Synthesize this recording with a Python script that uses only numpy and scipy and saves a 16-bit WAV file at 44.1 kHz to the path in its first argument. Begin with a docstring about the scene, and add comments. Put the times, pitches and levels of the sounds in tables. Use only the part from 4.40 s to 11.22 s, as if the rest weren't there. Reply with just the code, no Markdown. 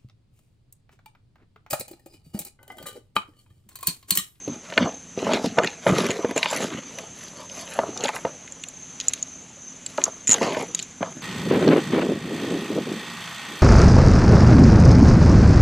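"""Outdoors beside weeds: a hand rummages in a wooden drawer, close to a small camera microphone.
Spools and knuckles knock the boards, and buttons and metal parts click: decaying sines, led by each blow's pitch.
Cloth and paper drag along the bottom: random slips ringing the resonances of boards, buttons and crackle.
Crickets trill in the weeds as throbbing narrow noise, and a lone one, a pulsed sine, joins later.
Behind them lie the open air, as shaped noise, and a far motor's drone, as three wavering harmonics."""
import sys
import numpy as np
from scipy import signal
from scipy.fft import rfft, irfft
from scipy.io import wavfile
from scipy.ndimage import uniform_filter1d

SR = 44100
rng = np.random.default_rng(int(sys.argv[2]) if len(sys.argv) > 2 else 0)


def master(y):
    """Save y as 16-bit WAV."""
    cut = np.clip(np.atleast_2d(y).T, -1, 1)
    pcm = np.round(cut * 32767)  # scale
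    wavfile.write(sys.argv[1], SR, pcm.astype(np.int16))


N = 300762  # length in samples

# open air, relative noise density: pitch_hz, level_db (per Hz)
AIR_SPECTRUM = [(25, -14), (60, -10), (120, -5), (200, -1.5), (320, -8), (600, -15), (1200, -15.5),
                (3000, -14.5), (5000, -23), (7300, -11.5), (8200, -26.5), (9100, -24.5), (10300, -25.5),
                (11200, -42), (12300, -40), (13000, -43), (16000, -64)]
AIR_RMS_DB = -47.5

# harmonics of the far motor: multiple (of the fundamental), level_db
MOTOR_HARMONICS = [(1, -68), (2, -55.5), (3, -56.5)]
MOTOR_HZ = 87.1

# two groups of trilling crickets, lower one first: pitch_hz, spread_hz, throbs_per_s
TRILLERS = [(6030, 110, 31), (6310, 130, 34.3)]
# trills of the higher group: middle_s, level_db
HIGH_TRILLS = [(.07, -41), (.52, -44.5), (.68, -55), (1.12, -56), (1.32, -51), (1.6, -43), (1.97, -50),
               (2.2, -50), (2.41, -50), (2.7, -52), (2.88, -57), (3.18, -43), (3.54, -46), (4.0, -53),
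               (4.45, -43.5), (4.75, -52), (4.92, -49), (5.27, -45.5), (5.74, -48), (6.04, -46), (6.4, -53),
               (6.75, -47)]
HIGH_TRILL_S = 0.088  # from the middle to 1/e of the gain
LOW_TRILL_DB, LOW_FIRST_S, LOW_PER_S, LOW_TRILL_S = -49.5, 0.1, 2.9, 0.076
BETWEEN_TRILLS_DB = (-59.5, -54.5)  # lower group, higher group
FAR_CRICKETS_RMS_DB = -52
LONE_HZ, LONE_RMS_DB, LONE_PULSES_PER_S = 6965, -59, 14.815
LONE_PHASE_S, LONE_JOINS_S = .001, 3.8

# pushes of the hand through the heap: start_s, length_s, boards_db, parts_db (buttons and paper), crackle_db
PUSHES = [(0.048, 0.1, -39, -53, -70), (0.22, 0.14, -42.5, -46.5, -66), (0.364, 0.045, -20.5, -36, -74),
          (0.41, 0.032, -28.5, -37.5, -80), (0.758, 0.17, -32, -39, -66), (0.873, 0.076, -28.5, -33, -55),
          (0.964, 0.076, -33.5, -48, -61), (1.034, 0.029, -35.5, -41, -64), (1.09, .08, -42, -49, -68),
          (1.159, 0.063, -24.5, -41.5, -64), (1.213, 0.079, -43, -38, -74),
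          (1.409, 0.087, -39.5, -45, -50.5), (1.459, 0.032, -20, -34, -43.5),
          (1.509, 0.12, -23.5, -31.5, -44), (1.627, 0.085, -28.5, -34, -49),
          (1.764, 0.12, -32.5, -43.5, -57), (1.953, 0.022, -30.5, -32.5, -42.5),
          (2.01, 0.082, -37, -33.5, -46), (2.099, 0.12, -27.5, -32, -39.5), (2.208, 0.12, -37.5, -48, -64),
          (2.301, 0.079, -35, -40, -65), (2.422, 0.21, -47, -50.5, -59), (2.739, 0.14, -48.5, -47.5, -54),
          (2.948, 0.069, -43, -51.5, -57), (3.09, 0.3, -43, -43.5, -48.5), (3.334, 0.12, -34, -47.5, -66),
          (3.432, 0.17, -39.5, -49.5, -67), (3.602, 0.079, -32, -36.5, -49.5),
          (3.713, 0.059, -39.5, -47, -51), (3.844, 0.033, -35.5, -52, -67), (4.585, 0.2, -56, -49, -60),
          (5.438, 0.25, -56, -53.5, -58), (5.584, 0.034, -35, -44, -55), (5.652, 0.031, -50, -59, -67),
          (5.884, .065, -28, -31, -43), (6.011, 0.076, -22.5, -32.5, -54), (6.081, 0.082, -29.5, -38, -52),
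          (6.162, 0.046, -34, -39, -47.5), (6.275, 0.048, -40, -50, -63), (6.35, 0.057, -51, -44, -60),
          (6.604, 0.024, -33, -43.5, -68), (6.683, 0.11, -44, -52.5, -59)]
PUSH_ATTACK_S, SETTLE_DB_PER_S = 0.0067, 186
SWELL_SHARE = .25  # share of a push's length added to its attack: longer pushes swell more slowly
RESTING_DB = (-57, -73, -75)  # boards, parts, crackle while the hand barely moves

# resonances of drawer boards and air: pitch_hz, width_hz, level_db
DRAWER_MODES = [(101, 52, -11), (121, 23, -8), (174, 54, -0.5), (230, 61, -1), (294, 88, -3), (394, 57, -6),
                (467, 115, -2.5), (557.8, 61, -5.5), (653, 67, -3.5), (859, 124, -3.5), (961, 150, -3),
                (1230, 250, -0.5), (1466, 470, -7)]
# resonances of buttons and plastic cup: pitch_hz, width_hz, level_db
PARTS_MODES = [(1523, 310, -6), (1781, 180, -7.5), (2063, 400, -4), (2448, 284, -6), (2827, 680, -1),
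               (3365, 1200, -1.5), (3900, 650, -3), (4420, 260, -7), (5030, 1740, -3)]
# resonances at the top of the crackle: pitch_hz, width_hz, level_db
CRACKLE_MODES = [(7200, 580, 4.5), (7960, 1150, -9), (10130, 220, -1), (11900, 500, -13),
                 (14200, 4500, -53)]
BOARDS_LEAN_DB, PARTS_LEAN_DB = 6, 4.5  # dB per octave away from the pitch of the blows nearby

# blows on the boards: start_s, level_db (peak), pitch_hz (strongest ring)
KNOCKS = [(.077, -17, 303), (.097, -22, 244), (0.117, -27.5, 232), (.324, -26, 666), (.38, -8.5, 540),
          (.441, -18, 175), (0.473, -24, 490), (0.775, -14, 406), (0.828, -13, 387), (0.868, -13.5, 490),
          (0.891, -13, 643), (0.911, -14.5, 664), (.939, -17, 420), (0.954, -15, 445), (.97, -18, 674),
          (0.996, -24, 460), (1.043, -12, 450), (1.093, -36, 127), (1.183, -2.5, 630), (1.197, -16, 573),
          (1.238, -18, 450), (1.465, -5.5, 497), (1.496, -8, 383), (1.52, -15.5, 110), (1.533, -9, 420),
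          (1.549, -20, 240), (1.585, -11, 438), (1.637, -19, 340), (1.695, -16, 390), (1.792, -15.5, 440),
          (1.845, -9.5, 500), (1.91, -19.5, 460), (1.962, -11.5, 405), (2.03, -22.5, 900),
          (2.058, -13.5, 880), (2.128, -13.5, 815), (2.201, -19, 450), (2.345, -24.5, 248),
          (2.583, -28, 570), (3.388, -5.5, 680), (3.434, -17.5, 660), (3.49, -23, 314), (3.607, -23.5, 455),
          (3.637, -18.5, 460), (3.69, -13.5, 905), (3.763, -25, 1040), (3.849, -11, 620),
          (3.866, -23.5, 586), (5.582, -10.5, 710), (5.679, -21, 630), (5.891, -19.5, 259),
          (5.926, -23, 870), (5.945, -24, 940), (5.981, -18, 418), (6.013, -9, 454), (6.046, -11, 495),
          (6.076, -16, 470), (6.121, -27, 458), (6.169, -13, 443), (6.228, -22, 484), (6.608, -19, 275),
          (6.628, -11.5, 704), (6.768, -29, 243)]

# small parts clicking, levels are peaks: start_s, metal_db, metal_hz, plastic_db, plastic_hz, top_db
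CLICKS = [(.079, -47, 5960, -35, 3450, -43), (.3, -50, 6000, -31, 2950, -46),
          (0.323, -53, 6350, -25.5, 1720, -59), (0.3373, -44, 6500, -25, 2900, -47),
          (0.3769, -26, 6160, -0.5, 1460, -33), (0.9345, -18.5, 6850, -12, 3120, -28.5),
          (0.9418, -27, 5600, -17, 3130, -42), (0.968, -41, 6430, -23.5, 2010, -51),
          (1.0584, -33, 7060, -23.5, 3560, -32.5), (1.1859, -20.5, 5700, -6.5, 1770, -35),
          (1.234, -24, 7010, -17.5, 1730, -45), (1.245, -26, 7110, -11.5, 1820, -33),
          (1.273, -23, 6000, -13, 2960, -40), (1.4668, -42, 6330, -11, 1500, -55),
          (1.4957, -38, 7150, -16.5, 1500, -41), (1.5834, -16.5, 5940, -16, 2950, -25.5),
          (1.604, -34, 6940, -21, 3120, -42), (1.655, -36, 6920, -17.5, 2140, -44),
          (1.6648, -22.5, 5430, -19, 2120, -26), (1.7041, -22, 7100, -19, 2750, -31),
          (1.713, -19.5, 6900, -19, 2130, -36), (1.847, -46, 6500, -23.5, 1510, -46),
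          (1.9097, -33, 5900, -23.5, 1810, -34), (1.9635, -20.5, 6730, -25, 1840, -47),
          (1.9779, -10.5, 7150, -14, 2480, -31), (2.029, -34, 5650, -4, 2760, -36),
          (2.0575, -37, 7590, -10.5, 2280, -50), (2.111, -20.5, 7320, -31, 4240, -25),
          (2.131, -33, 6780, -22, 2970, -40), (2.1619, -22, 5800, -28, 2350, -24),
          (2.5855, -25, 6050, -22.5, 2790, -34), (2.882, -40, 6000, -36, 4380, -45),
          (3.097, -36, 5600, -32, 3320, -48), (3.3361, -37, 6270, -31, 2840, -32),
          (3.3896, -32, 6100, -17.5, 1510, -54), (3.5748, -19, 6250, -24.5, 5100, -41),
          (3.607, -27, 6560, -22, 3950, -55), (3.638, -14, 6900, -22, 2100, -32),
          (3.6426, -30, 6990, -17, 4000, -44), (3.6564, -31, 7140, -17, 3720, -47),
          (3.672, -23, 6590, -31, 2120, -48), (3.6819, -33, 6720, -14, 2070, -36),
          (3.6886, -24, 6640, -14, 2040, -32), (3.7574, -27.5, 5760, -36, 2460, -27.5),
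          (3.763, -36, 6120, -23, 1900, -46), (3.851, -45, 6220, -23, 1730, -59),
          (4.076, -48, 6500, -33, 2050, -60), (4.122, -23.5, 6700, -44, 1960, -48),
          (4.2373, -23, 7970, -22, 3170, -40), (4.2853, -24.5, 7260, -37, 4510, -35),
          (4.6008, -15.5, 6260, -18, 4100, -37), (4.6106, -20, 6370, -22, 4000, -48),
          (4.6831, -2, 6860, -31, 4450, -28), (4.6947, -21, 6500, -45, 2490, -51),
          (4.735, -12, 7800, -17, 3670, -24), (4.8266, -10, 6460, -35, 4590, -49),
          (5.4629, -16.5, 7800, -24.5, 4600, -36), (5.576, -24, 6830, -26.5, 4700, -41),
          (5.58, -36, 6430, -21, 1480, -53), (5.616, -31, 6640, -23, 2070, -54),
          (5.6393, -0.5, 6500, -25, 4070, -23), (5.6542, -16.5, 6550, -35, 4530, -41),
          (5.8726, -10.5, 6960, -23, 2490, -39), (5.878, -7, 6600, -30, 2690, -33),
          (5.8843, -14, 6600, -36, 2710, -45), (5.8928, -5.5, 6900, -17.5, 2120, -22),
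          (5.902, -6, 7020, -34, 2450, -29), (5.912, -2, 6660, -16, 3290, -23),
          (5.9185, -2, 6900, -29, 2470, -35), (5.9242, -7, 7200, -27, 2550, -37),
          (5.9303, -3, 6800, -23, 2490, -26), (5.941, -4, 6950, -17, 3640, -30),
          (5.983, -38, 6970, -25, 1830, -55), (6.019, -26, 6330, -18, 2050, -56),
          (6.03, -28, 6340, -18, 2060, -54), (6.0639, -30, 6970, -28, 2660, -46),
          (6.122, -47, 5860, -22, 2900, -51), (6.1463, -44, 6610, -20, 2020, -41),
          (6.1693, -39, 7000, -25, 1800, -51), (6.3479, -9.5, 6740, -18.5, 4250, -25),
          (6.3912, -19, 7220, -18, 4200, -41), (6.397, -21.5, 7620, -21, 4460, -45),
          (6.426, -20, 6710, -35, 3780, -39), (6.628, -46, 6100, -21.5, 1500, -56)]
# resonances of small metal pieces: pitch_hz, width_hz, level_db
METAL_MODES = [(5370, 84, -8), (6030, 91, -12), (6820, 166, -1), (7430, 220, -5.5), (7750, 750, -20)]
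# glassy top of a click: pitch_hz, width_hz, level_db
TOP_MODES = [(8540, 420, 4.5), (9060, 500, 2), (9580, 510, -1), (9900, 500, 4), (10560, 520, 4),
             (12000, 500, -10), (11950, 500, 0), (12970, 500, -11), (14160, 500, -9)]
# time for a resonance of average width to fall 60 dB
KNOCK_T60_S, METAL_T60_S, PLASTIC_T60_S, TOP_T60_S = 0.044, .014, 0.019, 0.022

STRAY_COUNT = 260
STRAY_OVER_DB, STRAY_SCATTER_DB = (2, 5.5, 4), 5  # metal, plastic, top: over the rubbing gain

MIC_TOP_HZ = 15700


def undb(db):
    """Decibels to gain."""
    return 10 ** (np.asarray(db) / 20)


def level(x, db):
    """Scale to an rms level."""
    return x * undb(db) / np.sqrt(np.mean(x ** 2))


def band(x, hz, width):
    """One resonance, gain 1 at its centre."""
    return signal.lfilter(*signal.iirpeak(hz, hz / width, fs=SR), x)


def walk(rate):
    """Random levels, drawn `rate` times a second and joined by slides; spread near 1."""
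    hold = int(SR / rate)
    steps = np.repeat(rng.standard_normal(N // hold + 1), hold)
    return 1.2 * uniform_filter1d(steps, hold)[:N]


def add(out, start_s, x):
    """Mix a short sound in at a time."""
    i = int(start_s * SR)
    out[i:i + len(x)] += x[:N - i]


def air():
    """Leaves, far traffic and far insects as gently breathing noise."""
    hz = np.fft.rfftfreq(N, 1 / SR) + 1
    points_hz, points_db = np.array(AIR_SPECTRUM).T
    shape = undb(np.interp(np.log(hz), np.log(points_hz), points_db, left=-60))
    noise = irfft(rfft(rng.standard_normal(N)) * shape, N)
    return level(noise * undb(walk(3.17)), AIR_RMS_DB)


def motor():
    """A far motor drones: its speed wavers slightly and each harmonic's level wanders."""
    turn = 2 * np.pi * np.cumsum(MOTOR_HZ * (1 + 0.00316 * walk(1.97))) / SR
    return sum(undb(db + 3.0 * walk(4)) * np.sin(k * turn) for k, db in MOTOR_HARMONICS)


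def chorus(t):
    """Gain of both cricket groups: the lower trills in strict time, the higher unevenly."""
    beat = ((t - LOW_FIRST_S) * LOW_PER_S + .5) % 1 - .5
    low = undb(LOW_TRILL_DB + 2.5 * walk(3.1)) * np.exp(-(beat / LOW_PER_S / LOW_TRILL_S) ** 2)
    high = sum(undb(db) * np.exp(-((t - middle) / HIGH_TRILL_S) ** 2) for middle, db in HIGH_TRILLS)
    return np.array([low, high]) + undb(BETWEEN_TRILLS_DB)[:, None]


def trillers():
    """Two groups at neighbouring pitches throb and swell: narrow noise under a wavering beat."""
    out = np.zeros(N)
    for (hz, width, rate), gain in zip(TRILLERS, chorus(np.arange(N) / SR)):
        beat = 2 * np.pi * np.cumsum(rate * (1 + 0.038 * walk(2.4))) / SR
        throb = .5 + .5 * np.cos(beat)
        # several wings, slightly out of tune
        wings = band(band(rng.standard_normal(N), hz, width), hz, 2 * width)
        out += gain * level((1.16 + throb) * wings, 0)
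    return out


def far_crickets():
    """Many more crickets, further off, blur into a steady band of noise."""
    blur = band(band(rng.standard_normal(N), 6320, 700), 6320, 700)
    return level(blur, FAR_CRICKETS_RMS_DB)


def pushes():
    """Gain of boards, parts and crackle: each push sets in, holds, and the heap settles."""
    t = np.arange(N) / SR
    power = undb(RESTING_DB)[:, None] ** 2 * np.ones(N)
    for start, length, *db in PUSHES:
        a, b = int(start * SR), int((start + length + .4) * SR)
        since = t[a:b] - start
        swell = np.clip(since / (PUSH_ATTACK_S + SWELL_SHARE * length), 0, 1)
        settle = undb(-SETTLE_DB_PER_S * np.maximum(since - length, 0))
        power[:, a:b] += (undb(db)[:, None] * swell * settle) ** 2
    return np.sqrt(power)


def nearby(rows, column):
    """Pitch of the blows around each moment: what is struck is also what slides."""
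    table = np.array(rows)
    log_pitch = 20 * np.log10(table[:, column])
    return undb(np.interp(np.arange(N) / SR, table[:, 0], log_pitch))


def grains(rate, spread_db, bed):
    """Random slips, most small and a few large, over a bed of rubbing noise."""
    hit = rng.random(N) < rate / SR
    size = undb(spread_db * np.minimum(rng.exponential(size=N), 2.5))
    return level(hit * rng.standard_normal(N) * size, 0) + bed * rng.standard_normal(N)


def rubbed(modes, push, wander_db, wander_rate, lean_hz, lean_db):
    """Slips ring every mode; which modes answer shifts as the contact moves."""
    gain = np.array([undb(db + wander_db * walk(wander_rate) - lean_db * np.abs(np.log2(hz / lean_hz)))
                     for hz, _, db in modes])
    # hold the modes' combined gain nearly even over a tenth of a second
    gain = gain / uniform_filter1d(np.sqrt(np.mean(gain ** 2, axis=0)), int(.1 * SR))
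    out = np.zeros(N)
    for k, (hz, width, _) in enumerate(modes):
        # a second, wider pass keeps each mode from spilling far up the spectrum
        ring = band(band(push, hz, width), hz, 1.22 * hz) / np.sqrt(width)
        out += (-1) ** k * gain[k] * ring
    return level(out, 0)


def dragging(gain):
    """Things slide over the bottom: coarse slips shake the boards, finer ones the buttons and paper."""
    stutter_db = 2.14 * walk(45)  # the whole heap sticks and lets go together
    boards_hz, parts_hz = nearby(KNOCKS, column=2), nearby(CLICKS, column=4)
    boards = rubbed(DRAWER_MODES, grains(250, 2.7, 1.0), 3.94, 14, boards_hz, BOARDS_LEAN_DB)
    parts = rubbed(PARTS_MODES, grains(900, 1.5, 1.0), 2.8, 20, parts_hz, PARTS_LEAN_DB)
    crackle = rubbed(CRACKLE_MODES, grains(500, 4.0, .5), 2.0, 25, lean_hz=9000, lean_db=0)
    return undb(stutter_db) * (gain * np.array([boards, parts, crackle])).sum(axis=0)


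def struck(modes, chance, lean_hz, lean_db, t60, contact):
    """One blow: modes swell during contact and die away, those near its pitch favoured; peak 1."""
    t = np.arange(int(2 * t60 * SR)) / SR
    hz, width, db = np.transpose(modes)[:, :, None]
    detune, strength, phase = chance[:, :len(hz), None]
    hz = hz * (1 + 0.032 * detune)  # loose pieces never ring twice alike
    db = db + 2.0 * strength - lean_db * np.abs(np.log2(hz / lean_hz))
    # wider modes die sooner
    fade = np.exp(-np.log(1000) * t / t60 * np.sqrt(width / width.mean()))
    ring = (undb(db) * fade * np.sin(2 * np.pi * hz * t + 1.375 * phase)).sum(axis=0)
    blow = ring * (1 - np.exp(-t / contact)) ** 2
    return blow / np.abs(blow).max()


def knocks():
    """Dry, dull blows on the wood ring the board modes nearest each blow's pitch."""
    out, chance = np.zeros(N), rng.standard_normal((len(KNOCKS), 3, 16))
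    for (start, db, hz), c in zip(KNOCKS, chance):
        add(out, start, undb(db) * struck(DRAWER_MODES, c, hz, 13.1, KNOCK_T60_S, contact=0.00036))
    return out


def clicks(rows):
    """Hard little collisions: a bright metal ring, the plastic around it, and a sharp top."""
    out, chance = np.zeros(N), rng.standard_normal((len(rows), 3, 3, 16))
    for (start, metal_db, metal_hz, plastic_db, plastic_hz, top_db), c in zip(rows, chance):
        metal = struck(METAL_MODES, c[0], metal_hz, 67.0, METAL_T60_S, contact=0.00014)
        plastic = struck(PARTS_MODES, c[1], plastic_hz, 11.6, PLASTIC_T60_S, contact=0.00034)
        top = struck(TOP_MODES, c[2], 12000, 0, TOP_T60_S, contact=0.00041)
        add(out, start, undb(metal_db) * metal)
        add(out, start, undb(plastic_db) * plastic)
        add(out, start, undb(top_db) * top)
    return out


def strays(gain):
    """Chance collisions in the moving heap, following the rubbing around them; rows as in CLICKS."""
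    when, metal, plastic = rng.random((STRAY_COUNT, 3)).T
    # metal and plastic follow the parts, the top follows the crackle
    db = 20 * np.log10(gain[[1, 1, 2]][:, (when * N).astype(int)].T)
    db = db + STRAY_OVER_DB + STRAY_SCATTER_DB * rng.standard_normal((STRAY_COUNT, 3))
    metal_hz, plastic_hz = 5900 + 1400 * metal, 1700 * 2 ** plastic
    return np.c_[when * N / SR, db[:, 0], metal_hz, db[:, 1], plastic_hz, db[:, 2]]


def lone_cricket():
    """A lone cricket joins later, higher and slower: a slightly unsteady sine in rounded pulses."""
    t = np.arange(N) / SR
    phase = ((t - LONE_PHASE_S) * LONE_PULSES_PER_S) % 1
    chirp = np.exp(-((phase - .5) / 0.17) ** 2) * undb(2.0 * walk(8.4))
    fade_in = np.clip((t - LONE_JOINS_S) / 0.37, 0, 1)
    tone = np.sin(2 * np.pi * np.cumsum(LONE_HZ * (1 + 0.00344 * walk(40))) / SR)
    return level(chirp * fade_in * tone, LONE_RMS_DB)


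def scene():
    """The small drawer radiates no deep bass; everything reaches both channels alike."""
    gain = pushes()
    no_bass = signal.butter(4, 82, "highpass", fs=SR, output="sos")
    drawer = signal.sosfilt(no_bass, dragging(gain) + knocks())
    small_parts = clicks(CLICKS) + clicks(strays(gain))
    surroundings = air() + motor() + trillers() + far_crickets() + lone_cricket()
    heard = drawer + small_parts + surroundings
    return np.array([heard, heard])


def record(dry):
    """Two ports in a small housing: a notch, dull top, a resonance on the left; the loudest peaks clip."""
    mid = dry[0] - 0.92 * band(dry[0], 8960, 500)
    mid = signal.sosfilt(signal.butter(3, 13800, fs=SR, output="sos"), mid)
    mid = np.clip(mid, -.96, .96)
    port = band(band(mid, 12350, 1500), 12350, 1500)
    late = np.roll(mid, 300)  # samples, about 7 ms
    late_top = band(band(late, 12800, 1500), 12800, 1500)
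    side = 0.71 * port + undb(-63) * late + undb(-35) * band(late, 5100, 2800) + undb(-4) * late_top
    rumble = level(band(rng.standard_normal(N), 35, 40), -83)  # air on the ports, opposite left and right
    wet = np.array([mid + side + rumble, mid - side - rumble])
    return signal.sosfilt(signal.ellip(10, .2, 90, MIC_TOP_HZ, fs=SR, output="sos"), wet)


dry = scene()
out = record(dry)
master(out)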